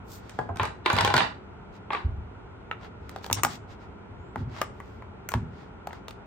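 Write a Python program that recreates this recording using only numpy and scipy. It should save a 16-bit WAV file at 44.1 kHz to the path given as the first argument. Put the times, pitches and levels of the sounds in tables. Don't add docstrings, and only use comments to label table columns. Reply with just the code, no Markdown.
import sys
import numpy as np
from scipy import signal
from scipy.fft import rfft, irfft, next_fast_len
from scipy.io import wavfile

SR = 44100
rng = np.random.default_rng(int(sys.argv[2]) if len(sys.argv) > 2 else 0)


def pcm_store(signal):
    levels = np.round(np.clip(np.atleast_2d(signal), -1, 1) * 32767)
    wavfile.write(sys.argv[1], SR, levels.astype(np.int16).T)


N = 276066
TIME = np.arange(N) / SR
AGE = np.arange(SR // 4) / SR

# f/Hz, relative level/dB, t60/s
TABLE_MODES = [(378, -7, 0.028), (657, -11, 0.08), (846, -3.5, 0.058), (1031, -7.5, 0.08),
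               (1530, -10.5, 0.13), (1954, -2, 0.022), (2410, -14.5, 0.031), (2705, -10.5, 0.11),
               (3535, -15, 0.18), (4100, -1, 0.021), (5120, -23, 0.07)]


def amp(db):
    return 10 ** (np.asarray(db) / 20)


def unit(x):
    return x / np.sqrt(np.mean(x ** 2) + 1e-20)


def blow(x):
    return x / np.sqrt(np.mean(x[..., :SR // 100] ** 2) + 1e-20)


def along(points, hz):
    f, v = np.transpose(points)
    return np.interp(np.log(hz + 1), np.log(f), v)


def filtered(x, response):
    n = x.shape[-1]
    m = next_fast_len(n + 8192)
    spectrum = rfft(x, m) * response(np.fft.rfftfreq(m, 1 / SR))
    return irfft(spectrum, m)[..., :n]


def band(x, edges_hz, kind, order=3):
    sos = signal.butter(order, edges_hz, kind, fs=SR, output="sos")
    return signal.sosfilt(sos, x)


def through(x, response):
    return signal.fftconvolve(x, np.atleast_2d(response), axes=1)[:, :x.shape[1]]


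def add(track, s, sound):
    part = track[:, round(s * SR):][:, :sound.shape[-1]]
    part += sound[..., :part.shape[-1]]


def pair(width, size):
    mid, side = rng.standard_normal((2, size))
    return np.array([mid + width * side, mid - width * side])


def touches(rate_hz, size, width):
    happens = rng.random(size) < rate_hz / SR
    strength = rng.exponential(size=size)
    return unit(happens * strength * pair(width, size))


def fade(t60_s):
    return amp(-60 * AGE / t60_s)


def ring(modes):
    response = np.zeros(len(AGE))
    for k, (hz, db, t60_s) in enumerate(modes):
        response += (-1) ** k * amp(db) * fade(t60_s) * np.cos(2 * np.pi * hz * AGE)
    return response


def shifted(modes, spread):
    return [(hz * np.exp(spread * rng.standard_normal()), db, t60_s) for hz, db, t60_s in modes]


def room(x, early_db, tail_db):
    # f/Hz, t60/s
    room_t60 = [(100, 1), (400, 0.28), (1200, 0.3), (4000, 0.24), (8000, 0.27), (15000, 0.031)]
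    hz, t, z = signal.stft(rng.standard_normal((2, SR // 2)), SR, nperseg=256)
    decay = amp(-60 * t / along(room_t60, hz)[:, None])
    build_up = 1 - np.exp(-t / 0.015)
    tail = signal.istft(z * decay * build_up, SR, nperseg=256)[1]
    near = np.zeros_like(tail)
    for side in near:
        delays_s = rng.uniform(.002, .025, size=12)
        side[(delays_s * SR).astype(int)] = rng.standard_normal(size=12)
    answer = amp(tail_db) * tail / np.linalg.norm(tail[0])
    answer = answer + amp(early_db) * near / np.linalg.norm(near[0])
    x = np.pad(x, ((0, 0), (0, SR // 4)))
    return x + through(x, answer)


def air():
    # f/Hz, relative density/dB
    rumble_spectrum = [(18, -45.5), (30, -15.5), (53, -5), (106, -3.5), (145, -12.5), (207, -8),
                       (251, -15.5), (276, -11.5), (304, -17), (404, -9.5), (526, -20), (932, -17),
                       (1180, -23.5), (1400, -18), (1650, -29.5), (2250, -30.5), (3300, -38), (4500, -47),
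                       (9000, -59), (11700, -93), (19800, -120)]
    # f/Hz, correlation (-1 to 1)
    likeness = [(60, 0.78), (180, 0.93), (550, 0.16), (1650, 0.19), (4970, -0.87), (15000, 0.89)]

    def mid_side_gains(hz):
        angle = np.arccos(np.clip(along(likeness, hz), -1, 1)) / 2
        return amp(along(rumble_spectrum, hz)) * np.array([np.cos(angle), np.sin(angle)])

    mid, side = filtered(rng.standard_normal((2, N)), mid_side_gains)
    return amp(-44.5) * unit(np.array([mid + side, mid - side]))


def rubbing():
    # middle t/s, half length to 1/e /s, level/dB, treble tilt/(dB/octave)
    strokes = [(0.126, 0.042, -54.5, 3.5), (0.303, 0.14, -62, -7.5), (1.745, 0.019, -60.5, -8),
               (2.835, .03, -50, -12), (3.137, 0.093, -59.5, -10), (3.237, 0.011, -50.5, -4),
               (3.372, .011, -35.5, -11.5), (3.511, 0.035, -46, -5), (3.708, 0.023, -54.5, -9),
               (3.82, 0.027, -58, -10.5), (4.39, .03, -58.5, -9), (4.58, 0.06, -46.5, -10.5),
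               (4.865, 0.13, -72, -4), (5.587, 0.065, -58, -11), (5.939, 0.037, -55.5, -10.5)]
    # f/Hz, relative density/dB
    rub_spectrum = [(80, -42), (300, -9), (1300, 3), (2600, 2.5), (4400, 6.5), (7500, 3), (11000, -12),
                    (14500, 2.5), (17000, -20.5)]
    out = np.zeros((2, N))
    t = np.arange(SR // 2) / SR
    for s, half_s, db, tilt_db in strokes:
        slips = touches(1000, len(t), width=.6) + amp(0.5) * pair(.7, len(t))
        hiss = unit(filtered(slips, lambda hz: amp(along(rub_spectrum, hz) + tilt_db * np.log2(1 + hz / 500))))
        start_s = max(s - 2 * half_s, 0)
        swell = np.exp(-((start_s + t - s) / half_s) ** 2)
        add(out, start_s, amp(db) * hiss * swell)
    return room(out, early_db=3.0, tail_db=-12.5)[:, :N]


def rebounding(event, loss_db):
    s, db, pitch_hz, crack_db, tick_db = event
    dull_db = -4.5
    flight_s = .012 * np.exp(.25 * rng.standard_normal())
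    return [event, (s + flight_s, db + loss_db, pitch_hz, crack_db + dull_db, tick_db + dull_db)]


def contact(event, modes, crack_t60_s, knock_t60_s, knock_db, raw_db, tick_t60_s, width, spread, rise_s):
    # f/Hz, relative density/dB
    tick_spectrum = [(4000, -34.5), (6000, 8), (9300, 6), (11200, -8.5), (14000, 10), (16000, -5)]
    _, db, pitch_hz, crack_db, tick_db = event
    rise = 1 - np.exp(-AGE / rise_s)
    burst = pair(width, len(AGE)) * fade(.024) * rise
    burst[:, SR // 1000] += amp(-7) * np.linalg.norm(burst[0])
    loaded = shifted(modes, spread)
    body = blow(through(burst, ring(loaded))) + amp(raw_db) * blow(burst)
    main = np.sin(2 * np.pi * pitch_hz * AGE) * fade(knock_t60_s) * rise
    thock = band(body, .3 * pitch_hz, "highpass", order=2)
    thock = band(thock, 1.75 * pitch_hz, "lowpass", order=5)
    knock = blow(blow(thock) + amp(knock_db) * blow(main))
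    reach_hz = np.clip(5700 * 2 ** ((tick_db - crack_db) / 38), 2900, 6500)
    crack_edges_hz = [min(1.75 * pitch_hz, 2100), reach_hz]
    crack = blow(band(body * fade(crack_t60_s), crack_edges_hz, "bandpass", order=4))
    tick = band(pair(0.69, len(AGE)) * fade(tick_t60_s) * rise, 3200, "highpass")
    tick = blow(filtered(tick, lambda hz: amp(along(tick_spectrum, hz))))
    return amp(db) * (knock + amp(crack_db) * crack + amp(tick_db) * tick)


def jostling_db():
    # start t/s, length/s, level/dB
    spells = [(0.602, 0.027, -36), (0.86, 0.25, -33), (1.157, 0.042, -25.5), (1.922, 0.015, -36)]
    stir_db_per_s, settle_db_per_s = 1502, 303
    levels_db = []
    for s, length_s, db in spells:
        before_s = np.maximum(s - TIME, 0)
        after_s = np.maximum(TIME - s - length_s, 0)
        levels_db.append(db - stir_db_per_s * before_s - settle_db_per_s * after_s)
    return np.max(levels_db, axis=0)


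def loose_batteries(count, spread):
    out = np.zeros((2, N))
    for _ in range(count):
        grains = touches(260, N, width=0.86)
        out += unit(through(grains, ring(shifted(TABLE_MODES, spread)))) + amp(-9) * grains
    return unit(band(out, [400, 4600], "bandpass", order=2))


def pile():
    # t/s, knock level/dB, knock f/Hz, crack level re knock/dB, tick level re knock/dB
    landings = [(0.294, -49.5, 1500, -1, -0.5), (0.3883, -23, 770, -24, -29.5),
                (0.49, -30.5, 690, -42, -40), (0.558, -38.5, 830, -15, -15), (0.57, -46.5, 1260, 1, -2),
                (0.5965, -21.5, 1047, -10, -33.5), (0.631, -27, 1234, -18, -15),
                (0.653, -31, 1160, -12, -14.5), (0.8597, -20, 1033, -3, -21), (0.9, -20, 1140, -10, -20.5),
                (0.929, -26.5, 950, -22, -9), (0.965, -27, 1180, -8, -13), (0.9855, -21.5, 1065, -2.5, -16),
                (1.008, -22.5, 920, -4, -11), (1.0474, -20, 1072, -5.5, -11.5), (1.0751, -24, 896, -6, -18),
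                (1.102, -25.5, 864, -9, -23), (1.1393, -17.5, 1025, -8.5, -16.5),
                (1.1644, -21.5, 1518, -2, -11), (1.178, -23.5, 1076, -2, -12),
                (1.204, -23, 1170, -3.5, -33), (1.904, -26, 1090, -11, -42), (1.931, -26, 1165, -18, -27),
                (1.948, -28.5, 1120, -5.5, -36)]
    out = np.zeros((2, N))
    for landing in landings:
        s = landing[0]
        clack = np.zeros((2, len(AGE)))
        for event in rebounding(landing, loss_db=-11.5):
            hit = contact(event, TABLE_MODES, crack_t60_s=.045, knock_t60_s=0.045, knock_db=-3, raw_db=8,
                          tick_t60_s=0.018, width=0.62, spread=0.045, rise_s=0.00097)
            add(clack, event[0] - s, hit)
        add(out, s, room(clack, early_db=-10.5, tail_db=-10))
    jostle = loose_batteries(count=4, spread=0.0765) * amp(jostling_db())
    add(out, 0, room(jostle, early_db=-2.5, tail_db=-4))
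    hand_db = [(6000, -1.0), (9000, -1.5), (13000, -9.5)]
    return filtered(out, lambda hz: amp(along(hand_db, hz)))


def bumps():
    # t/s, level/dB, f/Hz
    pushes = [(0.389, -33.5, 119), (0.497, -26.5, 94), (0.599, -25, 97), (0.931, -18.5, 98),
              (1.02, -22, 96), (1.14, -25, 124), (2.044, -16.5, 73), (2.17, -28.5, 79.5),
              (3.006, -35.5, 72), (3.305, -24, 100), (3.445, -35.5, 145), (4.106, -33.5, 91),
              (4.357, -25, 105), (4.4, -22, 110), (5.345, -17, 106.5)]
    rock_s, rock_db = .07, -8.5
    upper_modes = [(191.7, -7, 0.095), (243.2, -5, 0.17), (361.0, -15.5, 0.19)]  # f/Hz, level/dB, t60/s
    out = np.zeros((2, N))
    for s, db, pitch_hz in pushes:
        boom = np.sin(2 * np.pi * pitch_hz * AGE) * fade(.24)
        upper = (pitch_hz / 108) ** 4 * ring(upper_modes)
        for k in range(3):
            rumble = band(pair(.2, len(AGE)), [.5 * pitch_hz, 1.5 * pitch_hz], "bandpass", order=3)
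            shudder = unit(rumble) * fade(.36)
            onset = 1 - np.exp(-AGE / 0.01)
            bump = (boom + upper + amp(-6.5) * shudder) * onset
            add(out, s + k * rock_s, amp(db + k * rock_db) * bump)
    return out


def compartment():
    # t/s, knock level/dB, knock f/Hz, crack re knock/dB, tick re knock/dB
    clicks = [(2.712, -29, 1320, -7, -34), (2.846, -49, 1350, -10, -21), (3.093, -47.5, 1190, -2.5, -4.5),
              (3.161, -35, 754, -13, -23.5), (3.243, -42.5, 830, -1, -12), (3.263, -40, 800, -5.5, -8.5),
              (3.2994, -30.5, 846, -15, -26), (3.312, -30, 914, -16, -17), (3.3278, -45.5, 1180, 21, 22.5),
              (3.4337, -21.5, 1160, -9.5, -2.5), (3.4481, -20.5, 834, -12, -11),
              (4.358, -30, 880, -26, -31), (4.615, -23.5, 1208, -15, -13.5),
              (4.801, -40.5, 1130, -34, -21.5), (5.022, -44.5, 1000, -19.5, -31.5),
              (5.2886, -36, 1420, -10.5, -1), (5.318, -36, 1080, -10.5, -11),
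              (5.3382, -25, 922, -11.5, -21.5), (5.8712, -32.5, 820, -16, -19.5),
              (5.907, -44, 940, -12, -41), (5.93, -40.5, 840, -12, -20), (6.082, -44, 640, 1.5, -8),
              (6.108, -51, 1240, 1, -6.5)]
    # f/Hz, relative level/dB, t60/s
    shell_modes = [(242, -13, 0.16), (363, -28.5, 0.12), (573, -11.5, 0.12), (755, 20, 0.087),
                   (1346, -0.5, 0.019), (1550, 1, 0.09), (2650, -8.5, 0.0083), (3056, 3.5, 0.059),
                   (4750, 1.5, 0.01), (6730, 77.5, 0.045), (9300, -2.5, 0.01), (14700, -26.5, 0.024)]
    # f/Hz, relative level/dB, t60/s
    spring_modes = [(2940, 9, 0.19), (3962, -6.5, .11), (4700, -2, .1), (5750, 17, 0.31), (6170, -2, .11),
                    (7950, -5.5, 0.23), (9028, -7, 0.081), (14200, -6.5, .07)]
    out = np.zeros((2, N))
    for click in clicks:
        s, db, _, _, tick_db = click
        squeezed = shifted(spring_modes, .05)
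        spring = blow(through(pair(1.0, len(AGE)) * fade(.003), ring(squeezed)))
        held = spring * fade(.12)
        sound = amp(db + tick_db - 12) * held
        for event in rebounding(click, loss_db=-14.5):
            hit = contact(event, shell_modes, crack_t60_s=.024, knock_t60_s=0.033, knock_db=-1.5, raw_db=0.5,
                          tick_t60_s=0.013, width=0.53, spread=0.02, rise_s=0.00063)
            add(sound, event[0] - s, hit)
        add(out, s, room(sound, early_db=-11.5, tail_db=-16))
    return out * amp([[1.1], [-1.1]])


def squeak():
    pitch_hz = np.interp(TIME, [4.19, 4.25, 4.34], [6700, 7350, 7800])
    pitch_hz = pitch_hz + 900 * rng.standard_normal(N)
    swell = np.exp(-((TIME - 4.26) / .08) ** 4)
    return amp(-78.5) * swell * np.sin(2 * np.pi * np.cumsum(pitch_hz) / SR)


def scene():
    lead_s = 5.5e-5
    sides = np.array([[1], [-1]])
    handling = filtered(pile() + compartment(), lambda hz: np.exp(1j * np.pi * hz * lead_s * sides))
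    return air() + rubbing() + handling + bumps() + squeak()


def record(dry):
    top_hz = 16550
    body = filtered(dry, lambda hz: 1 - 1 / (1 + (hz / 36) ** 4))
    return filtered(body, lambda hz: 1 / (1 + (hz / top_hz) ** 120))


dry = scene()
out = record(dry)
pcm_store(out)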